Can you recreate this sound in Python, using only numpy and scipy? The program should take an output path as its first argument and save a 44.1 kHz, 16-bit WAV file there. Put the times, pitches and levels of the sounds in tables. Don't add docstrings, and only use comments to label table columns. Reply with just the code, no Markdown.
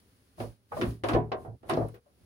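import sys
import numpy as np
from scipy import signal
from scipy.io import wavfile

SR = 44100
rng = np.random.default_rng(int(sys.argv[2]) if len(sys.argv) > 2 else 0)


def amplitude_ratio(level_db):
    exponent = np.asarray(level_db, float) / 20
    return 10 ** exponent


def wav_out(sig):
    wavfile.write(sys.argv[1], SR, np.round(np.clip(np.atleast_2d(sig).T, -1, 1) * 32767).astype(np.int16))


N = 99269


def in_time(rows):
    return np.interp(np.arange(N) / SR, *np.transpose(rows))


def at_hz(points, hz):
    point_hz, db = np.transpose(points)
    return np.interp(np.log(hz), np.log(point_hz), db)


def band_pass(x, order, low_hz, high_hz):
    return signal.sosfilt(signal.butter(order, [low_hz, high_hz], "band", fs=SR, output="sos"), x)


def ring(push, hz, t60_s):
    radius, turn = amplitude_ratio(-60 / (t60_s * SR)), 2 * np.pi * hz / SR
    feedback = [1, -2 * radius * np.cos(turn), radius * radius]
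    return signal.lfilter([0, np.sin(turn)], feedback, push + 1e-18)


def stereo(pair, hz):
    # (frequency [Hz], level [dB])
    side_level = [(60, -34.5), (110, -5), (200, -12.5), (380, -7), (700, -4.5), (1290, 3), (2380, 0),
                  (4400, 1), (8120, -4), (15000, -14)]
    # (frequency [Hz], level [dB])
    lean = [(60, 0), (110, 1), (200, -2), (380, 1.5), (700, -1), (1290, -1.5), (2380, -0.5), (4400, 1.5),
            (8120, 3), (15000, 3.5)]
    signs = np.array([[1], [-1]])
    left_right = pair[0] + amplitude_ratio(at_hz(side_level, hz)) * pair[1] * signs
    return left_right * amplitude_ratio(at_hz(lean, hz) / 2 * signs)


def bands(low_hz, high_hz, gain):
    edges_hz = low_hz * 2 ** np.arange(0, np.log2(high_hz / low_hz) + 0.01, 1 / 5)
    white = rng.standard_normal((2, 2, N + SR // 10))
    out = 0
    for k, (low, high) in enumerate(zip(edges_hz, edges_hz[1:])):
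        hz = np.sqrt(low * high)
        noise = band_pass(white[k % 2], 3, low, high)[:, -N:]
        out = out + gain(hz) * stereo(noise, hz)
    return out


def steady(spectrum, low_hz, high_hz):
    x = bands(low_hz, high_hz, lambda hz: amplitude_ratio(at_hz(spectrum, hz)))
    return x / x.std()


def rumble(gate_db):
    # (frequency [Hz], density [dB per Hz])
    spectrum = [(18, -58), (30, -23), (76, -5), (182, -15), (259, -13), (353, -20.5), (385, -17),
                (1000, -34.5), (1300, -64), (2200, -120)]
    level_db, follows = -50, 0.82
    return amplitude_ratio(level_db + follows * gate_db) * steady(spectrum, 30.2, 970)


def hiss():
    # (time [s], level [dB])
    opening = [(0.0, -75.5), (0.01, -80.5), (0.36, -82), (0.41, -62), (0.59, -88), (0.68, -86),
               (0.78, -62.5), (0.91, -66), (1.03, -90), (1.05, -68.5), (1.13, -65), (1.22, -86),
               (1.68, -89), (1.69, -67), (1.94, -80.5), (1.95, -78), (2.0, -89), (2.25, -81.5)]
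    # (frequency [Hz], density [dB per Hz])
    spectrum = [(530, -46), (900, 1), (1320, 1), (3700, -3), (4710, -1.5), (8270, -10.5), (10100, 2),
                (13500, -15), (15800, -2.5)]
    level_db = 10
    return amplitude_ratio(in_time(opening) + level_db) * steady(spectrum, 792.6, 17900)


def palm_slides():
    # (time [s], length [s], level [dB])
    slips = [
        (1.335, 0.18, -67),
        (1.635, 0.14, -61.5),
    ]
    # (frequency [Hz], density [dB per Hz])
    spectrum = [(900, 2.5), (8000, -12.5), (10200, -1), (16000, -23)]
    t = np.arange(N) / SR
    swell = 0
    for start_s, length_s, db in slips:
        swell = swell + amplitude_ratio(db) * np.sin(np.pi * np.clip((t - start_s) / length_s, 0, 1)) ** 2
    return swell * steady(spectrum, 1020, 16600)


def shell_boom():
    # (time [s], upper boom level [dB], lower boom level [dB], length [s])
    shoves = [(0.413, -44, -42, 0.034), (0.468, -48, -34.5, 0.054), (0.762, -51, -57, .02),
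              (0.796, -21, -35, 0.052), (0.858, -22, -20, 0.024), (1.049, -34, -40.5, 0.024),
              (1.133, -21, -27, 0.01), (1.174, -47, -33, 0.038), (1.473, -31, -52, 0.015),
              (1.545, -39, -49.5, 0.013), (1.689, -29.5, -59, 0.01), (1.775, -27, -27.5, 0.014),
              (2.218, -57, -34, 0.033)]
    # (frequency [Hz], t60 [s], level [dB], shove column driving it [index])
    booms = [(114, .6, 0, 1), (62, .3, 0, 2), (101, .3, -11, 1), (127, .3, -11, 1), (53, .3, -5, 2),
             (82, .25, -8, 2)]
    drive_db, side_db = 9, -5
    t = np.arange(N) / SR
    phase = rng.uniform(0, 2 * np.pi, (len(shoves), len(booms), 2, 1))
    out = 0
    for k, (hz, t60_s, db, column) in enumerate(booms):
        push = np.zeros((2, N))
        for shove, start_phase in zip(shoves, phase):
            start_s, length_s = shove[0], shove[3]
            i = int(start_s * SR)
            u = t[:int(min(length_s * SR, N - start_s * SR))]
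            swell = np.sin(np.pi * u / length_s) ** 2 / (length_s * SR)
            wave = np.sin(2 * np.pi * hz * u + start_phase[k])
            push[:, i:i + len(u)] += amplitude_ratio(shove[int(column)] + db + drive_db) * swell * wave
        out = out + stereo(ring(push, hz, t60_s) * amplitude_ratio(np.array([[0], [side_db]])), hz)
    return out


def stop_ticks():
    # (time [s], frequency [Hz], level [dB])
    splashes = [
        (1.318, 2740, -48.5),
        (1.695, 10200, -39),
        (1.736, 4360, -45.5),
        (1.943, 14700, -60),
    ]
    t60_s, half_width_hz = 0.05, 900
    u = np.arange(SR // 10) / SR
    out = np.zeros((2, N))
    for (start_s, hz, db), noise in zip(splashes, rng.standard_normal((len(splashes), 2, len(u)))):
        i = int(start_s * SR)
        burst = noise * amplitude_ratio(db + 9 - 60 * u / t60_s)
        out[:, i:i + len(u)] += stereo(band_pass(burst, 2, hz - half_width_hz, hz + half_width_hz), hz)
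    return out


def stop_cracks():
    # (time [s], peak level [dB], extra sizzle near 10 kHz [dB], t60 at 3 kHz [s])
    hits = [(0.401, -38.5, -41, 0.17), (0.72, -52, -6, 0.15), (0.7672, -44, -13, 0.1),
            (0.8127, -18.5, -32, 0.16), (1.0363, -30.5, -22, 0.17), (1.086, -28, -18.5, 0.17),
            (1.1332, -31, -30, 0.18), (1.3187, -29, -64, 0.11), (1.628, -51.5, -15.5, 0.41),
            (1.69, -34, -38, 0.071), (1.696, -20, -20.5, 0.19), (1.884, -45.5, 4, 0.076),
            (1.943, -39.5, -17, 0.19)]
    # (frequency [Hz], density [dB per Hz])
    spectrum = [(530, -29), (900, -3.5), (1300, -9), (2720, -12.5), (7680, -30.5), (9860, -20.5),
                (13400, -38.5), (15500, -52)]
    level_db, t60_slope, rise_s = -6.5 + 15.5, 0.5, 0.00069
    sizzle_hz, sizzle_level_db = 10800, 15.5
    t = np.arange(N) / SR

    def gain(hz):
        out = np.zeros(N)
        sizzle_share = np.clip(np.log2(hz / sizzle_hz) + 1, 0, 1)
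        for start_s, db, sizzle_db, t60_s in hits:
            i = int(start_s * SR)
            u = t[:min(SR // 3, N - i)]
            lift_db = (sizzle_db + sizzle_level_db) * sizzle_share
            decay_db = 60 * u / t60_s * (hz / 3000) ** t60_slope
            out[i:i + len(u)] += amplitude_ratio(db + lift_db - decay_db) * np.minimum(u / rise_s, 1)
        return out * amplitude_ratio(level_db + at_hz(spectrum, hz))

    return bands(972.6, 17900, gain)


def rod_slams():
    # (time [s], peak level [dB], frequency [Hz])
    pulses = [
        (1.1518, -16, 450),
        (1.1655, -16.5, 380),
        (1.775, -20, 433),
        (1.7885, -19.5, 355),
    ]
    t = np.arange(N) / SR
    out = np.zeros(N)
    for k, (start_s, db, hz) in enumerate(pulses):
        square = (np.pi * hz * (t - start_s)) ** 2
        out += (-1) ** k * amplitude_ratio(db) * (1 - 2 * square) * np.exp(-square)
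    return out


def linkage_rings():
    # (time [s], frequency [Hz], level [dB], t60 [s])
    parts = [(.379, 633, -47.5, 0.054), (.392, 112.9, -37, 0.87), (.406, 246.3, -37, 0.19),
             (.413, 481.3, -41.5, .2), (.413, 656, -36, 0.09), (.402, 1084, -58, 0.19),
             (.718, 819.5, -38, 0.13), (.718, 1113, -39.5, 0.057), (.722, 489, -43.5, 0.29),
             (.767, 633, -27, 0.073), (.79, 610, -37.5, 0.085), (.787, 250, -29, .12),
             (.815, 354.6, -28, 0.18), (.835, 633, -33, 0.1), (.865, 267.2, -25, 0.13),
             (.872, 120, -28, 0.11), (1.039, 537, -28, 0.049), (1.039, 1058, -44, 0.18),
             (1.045, 399.4, -33, 0.14), (1.053, 656.4, -35.5, 0.2), (1.088, 1170, -40, .08),
             (1.09, 307, -30.5, 0.1), (1.112, 255.5, -32, 0.16), (1.11, 677, -35.5, 0.14),
             (1.143, 470, -30, 0.097), (1.152, 634, -28, 0.086), (1.152, 362, -27, 0.11),
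             (1.168, 275.5, -33.5, 0.16), (1.168, 721, -34, 0.2), (1.162, 981, -35.5, 0.18),
             (1.195, 430.3, -39.5, 0.26), (1.15, 2240, -66.5, 0.26), (1.333, 637, -34.5, 0.15),
             (1.317, 388, -39.5, 0.2), (1.317, 1054, -46, 0.28), (1.696, 1050, -31.5, 0.13),
             (1.715, 353.8, -25, 0.22), (1.712, 649, -31.5, 0.17), (1.738, 805, -39.5, 0.22),
             (1.77, 264, -28, 0.16), (1.772, 641, -30, 0.16), (1.79, 705, -30.5, 0.13),
             (1.79, 112.6, -37, 0.57), (1.83, 430, -42, 0.33), (1.935, 481, -42, 0.32),
             (2.064, 585, -34.5, 0.076)]
    level_db, side_db, rise_cycles, wobble_rad = 3, -2, 1.2, 0.6
    damping_power = 1.305
    t = np.arange(N) / SR
    out = np.zeros((2, N))
    for (start_s, hz, db, t60_s), phase in zip(parts, rng.uniform(0, 2 * np.pi, (len(parts), 2))):
        i = int(start_s * SR)
        u = t[:int(min(t60_s * SR, N - i))]
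        decay = amplitude_ratio(db + level_db - 60 * (u / t60_s) ** damping_power)
        swing = decay * (1 - np.exp(-u * hz / rise_cycles))
        waver = wobble_rad * (np.sin(hz * u / 2 + phase[1]) - np.sin(phase[1]))
        side_phase = phase[0] * np.array([[0], [1]])
        wave = np.sin(2 * np.pi * hz * u + waver + side_phase)
        out[:, i:i + len(u)] += stereo(swing * wave * amplitude_ratio([[0], [side_db]]), hz)
    return out


def hollow_thud(centre_hz, at, touch, sign):
    level_db, cycles = -5.5, 9
    out = 0
    for hz, where, size, way in zip(centre_hz, at, touch, sign):
        push = np.zeros((2, N))
        push[:, where] = amplitude_ratio(level_db) * size * way
        soft_push = ring(push, hz, 5 / hz) * hz * 10 / SR
        out = out + stereo(ring(soft_push, hz, cycles / hz), hz)
    return out


def floor_pan_knocks(touches=8, count=70):
    # (time [s], peak level [dB], colour centre [Hz], chatter length [s])
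    knocks = [(0.38, -39.5, 630, 0.0031), (.402, -23, 550, 0.0054), (0.434, -29.5, 458, 0.0066),
              (0.72, -24.5, 886, 0.0077), (0.74, -32, 193, 0.018), (.768, -20, 640, 0.0053),
              (0.794, -17.5, 377, 0.011), (0.818, -11, 320, 0.0069), (.843, -19.5, 458, 0.0082),
              (.879, -20.5, 240, 0.013), (1.037, -19, 544, .012), (1.089, -24, 890, 0.012),
              (1.114, -18.5, 304, 0.013), (1.147, -15, 557, 0.0051), (1.164, -17.5, 422, 0.011),
              (1.317, -16.5, 660, 0.0032), (1.339, -27, 510, 0.0081), (1.449, -28.5, 610, 0.016),
              (1.47, -35, 330, 0.011), (1.633, -27.5, 485, 0.037), (1.694, -14.5, 750, 0.0098),
              (1.708, -12, 366, 0.013), (1.74, -41, 3840, 0.0052), (1.767, -37.5, 4470, 0.0027),
              (1.772, -15, 478, 0.0035), (1.787, -17.5, 369, 0.008), (1.808, -22.5, 604, 0.016),
              (1.841, -33.5, 460, 0.018), (1.941, -32.5, 454, 0.022), (2.059, -32, 607, 0.0099)]
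    # (frequency [Hz], level [dB], t60 [s])
    pan_modes = [(152.8, 7, 0.41), (273, -1, 0.037), (250, -13.5, 0.057), (333, -25.5, 0.28),
                 (350.8, 5, 0.094), (398.4, -5, 0.27), (435, -21.5, 0.14), (490.4, -1, 0.097),
                 (580, -7.5, 0.18), (627.7, -1.5, 0.1), (657.2, -0.5, 0.16), (738.5, -3, 0.22),
                 (805, -9.5, 0.26), (1040, -0.5, 0.044)]
    fill_db, fill_db_per_oct, fill_t60_s, fill_t60_slope = -8, -1, 0.25, 0.36
    knock_db, first_touch_db, touch_spread_db = -22, 5, 3
    colour_db_per_oct2, strength_spread_db = 6.5, 3.5
    contact_width = 1.5
    in_step = 0.75

    modes = [*pan_modes]
    for hz in np.geomspace(170, 6000, count) * rng.uniform(0.98, 1.02, count):
        level_db = fill_db + fill_db_per_oct * np.log2(hz / 500)
        modes.append((hz, level_db, fill_t60_s * (500 / hz) ** fill_t60_slope))

    start_s, db, centre_hz, length_s = np.transpose(knocks)[:, :, None]
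    step = 2 * np.sort(rng.random((len(start_s), touches)), axis=1)
    step[:, 0] = 0
    at = ((start_s + length_s * step) * SR).astype(int)
    spread_db = touch_spread_db * rng.standard_normal(at.shape)
    touch = amplitude_ratio(db + knock_db - 6.14 * step + np.where(step > 0, spread_db, first_touch_db))

    chance = rng.standard_normal((len(start_s), len(modes), 2, 1 + touches))
    out = 0
    for k, (hz, level_db, t60_s) in enumerate(modes):
        push = np.zeros((2, N))
        colour_db = level_db - colour_db_per_oct2 * np.log2(hz / centre_hz) ** 2
        for c in range(2):
            strength = amplitude_ratio(colour_db + strength_spread_db * chance[:, k, c, :1])
            first_in_mid = 9 * (step == 0) * (c == 0)
            sign = np.sign(chance[:, k, c, 1:] + in_step * chance[:, 0, c, 1:] + first_in_mid)
            np.add.at(push[c], at, touch * strength * sign)
        soft_push = band_pass(push + 1e-18, 2, hz / contact_width, hz * contact_width)
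        out = out + stereo(ring(soft_push, hz, t60_s), hz)
    return out + hollow_thud(centre_hz[:, 0], at, touch, np.sign(chance[:, 0, :, 1:]))


def scene():
    # (time [s], level [dB])
    body_gate = [(0, -19), (.37, -20.5), (.385, 1.5), (.51, -6), (.57, -24), (.705, -25), (.716, -1.5),
                 (.95, -10), (1.01, -15), (1.033, -10), (1.036, 3), (1.55, -2.5), (1.595, -31.5),
                 (1.63, -8.5), (1.85, -1.5), (1.99, -15.5), (2.01, -29), (2.25, -14)]
    gate_db = in_time(body_gate)
    background = rumble(gate_db) + hiss()
    body = shell_boom() + stop_cracks() + linkage_rings() + floor_pan_knocks()
    return background + palm_slides() + stop_ticks() + rod_slams() + amplitude_ratio(gate_db) * body


def band_limit(x):
    return signal.sosfilt(signal.butter(12, 16610, fs=SR, output="sos"), x)


def record(dry):
    bass_cut_hz, top_cut_hz = 35.3, 15800
    mix = signal.sosfilt(signal.butter(2, bass_cut_hz, "high", fs=SR, output="sos"), dry)
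    mix = signal.sosfilt(signal.ellip(10, 0.5, 70, top_cut_hz, fs=SR, output="sos"), mix)
    return band_limit(mix)


dry = scene()
out = record(dry)
wav_out(out)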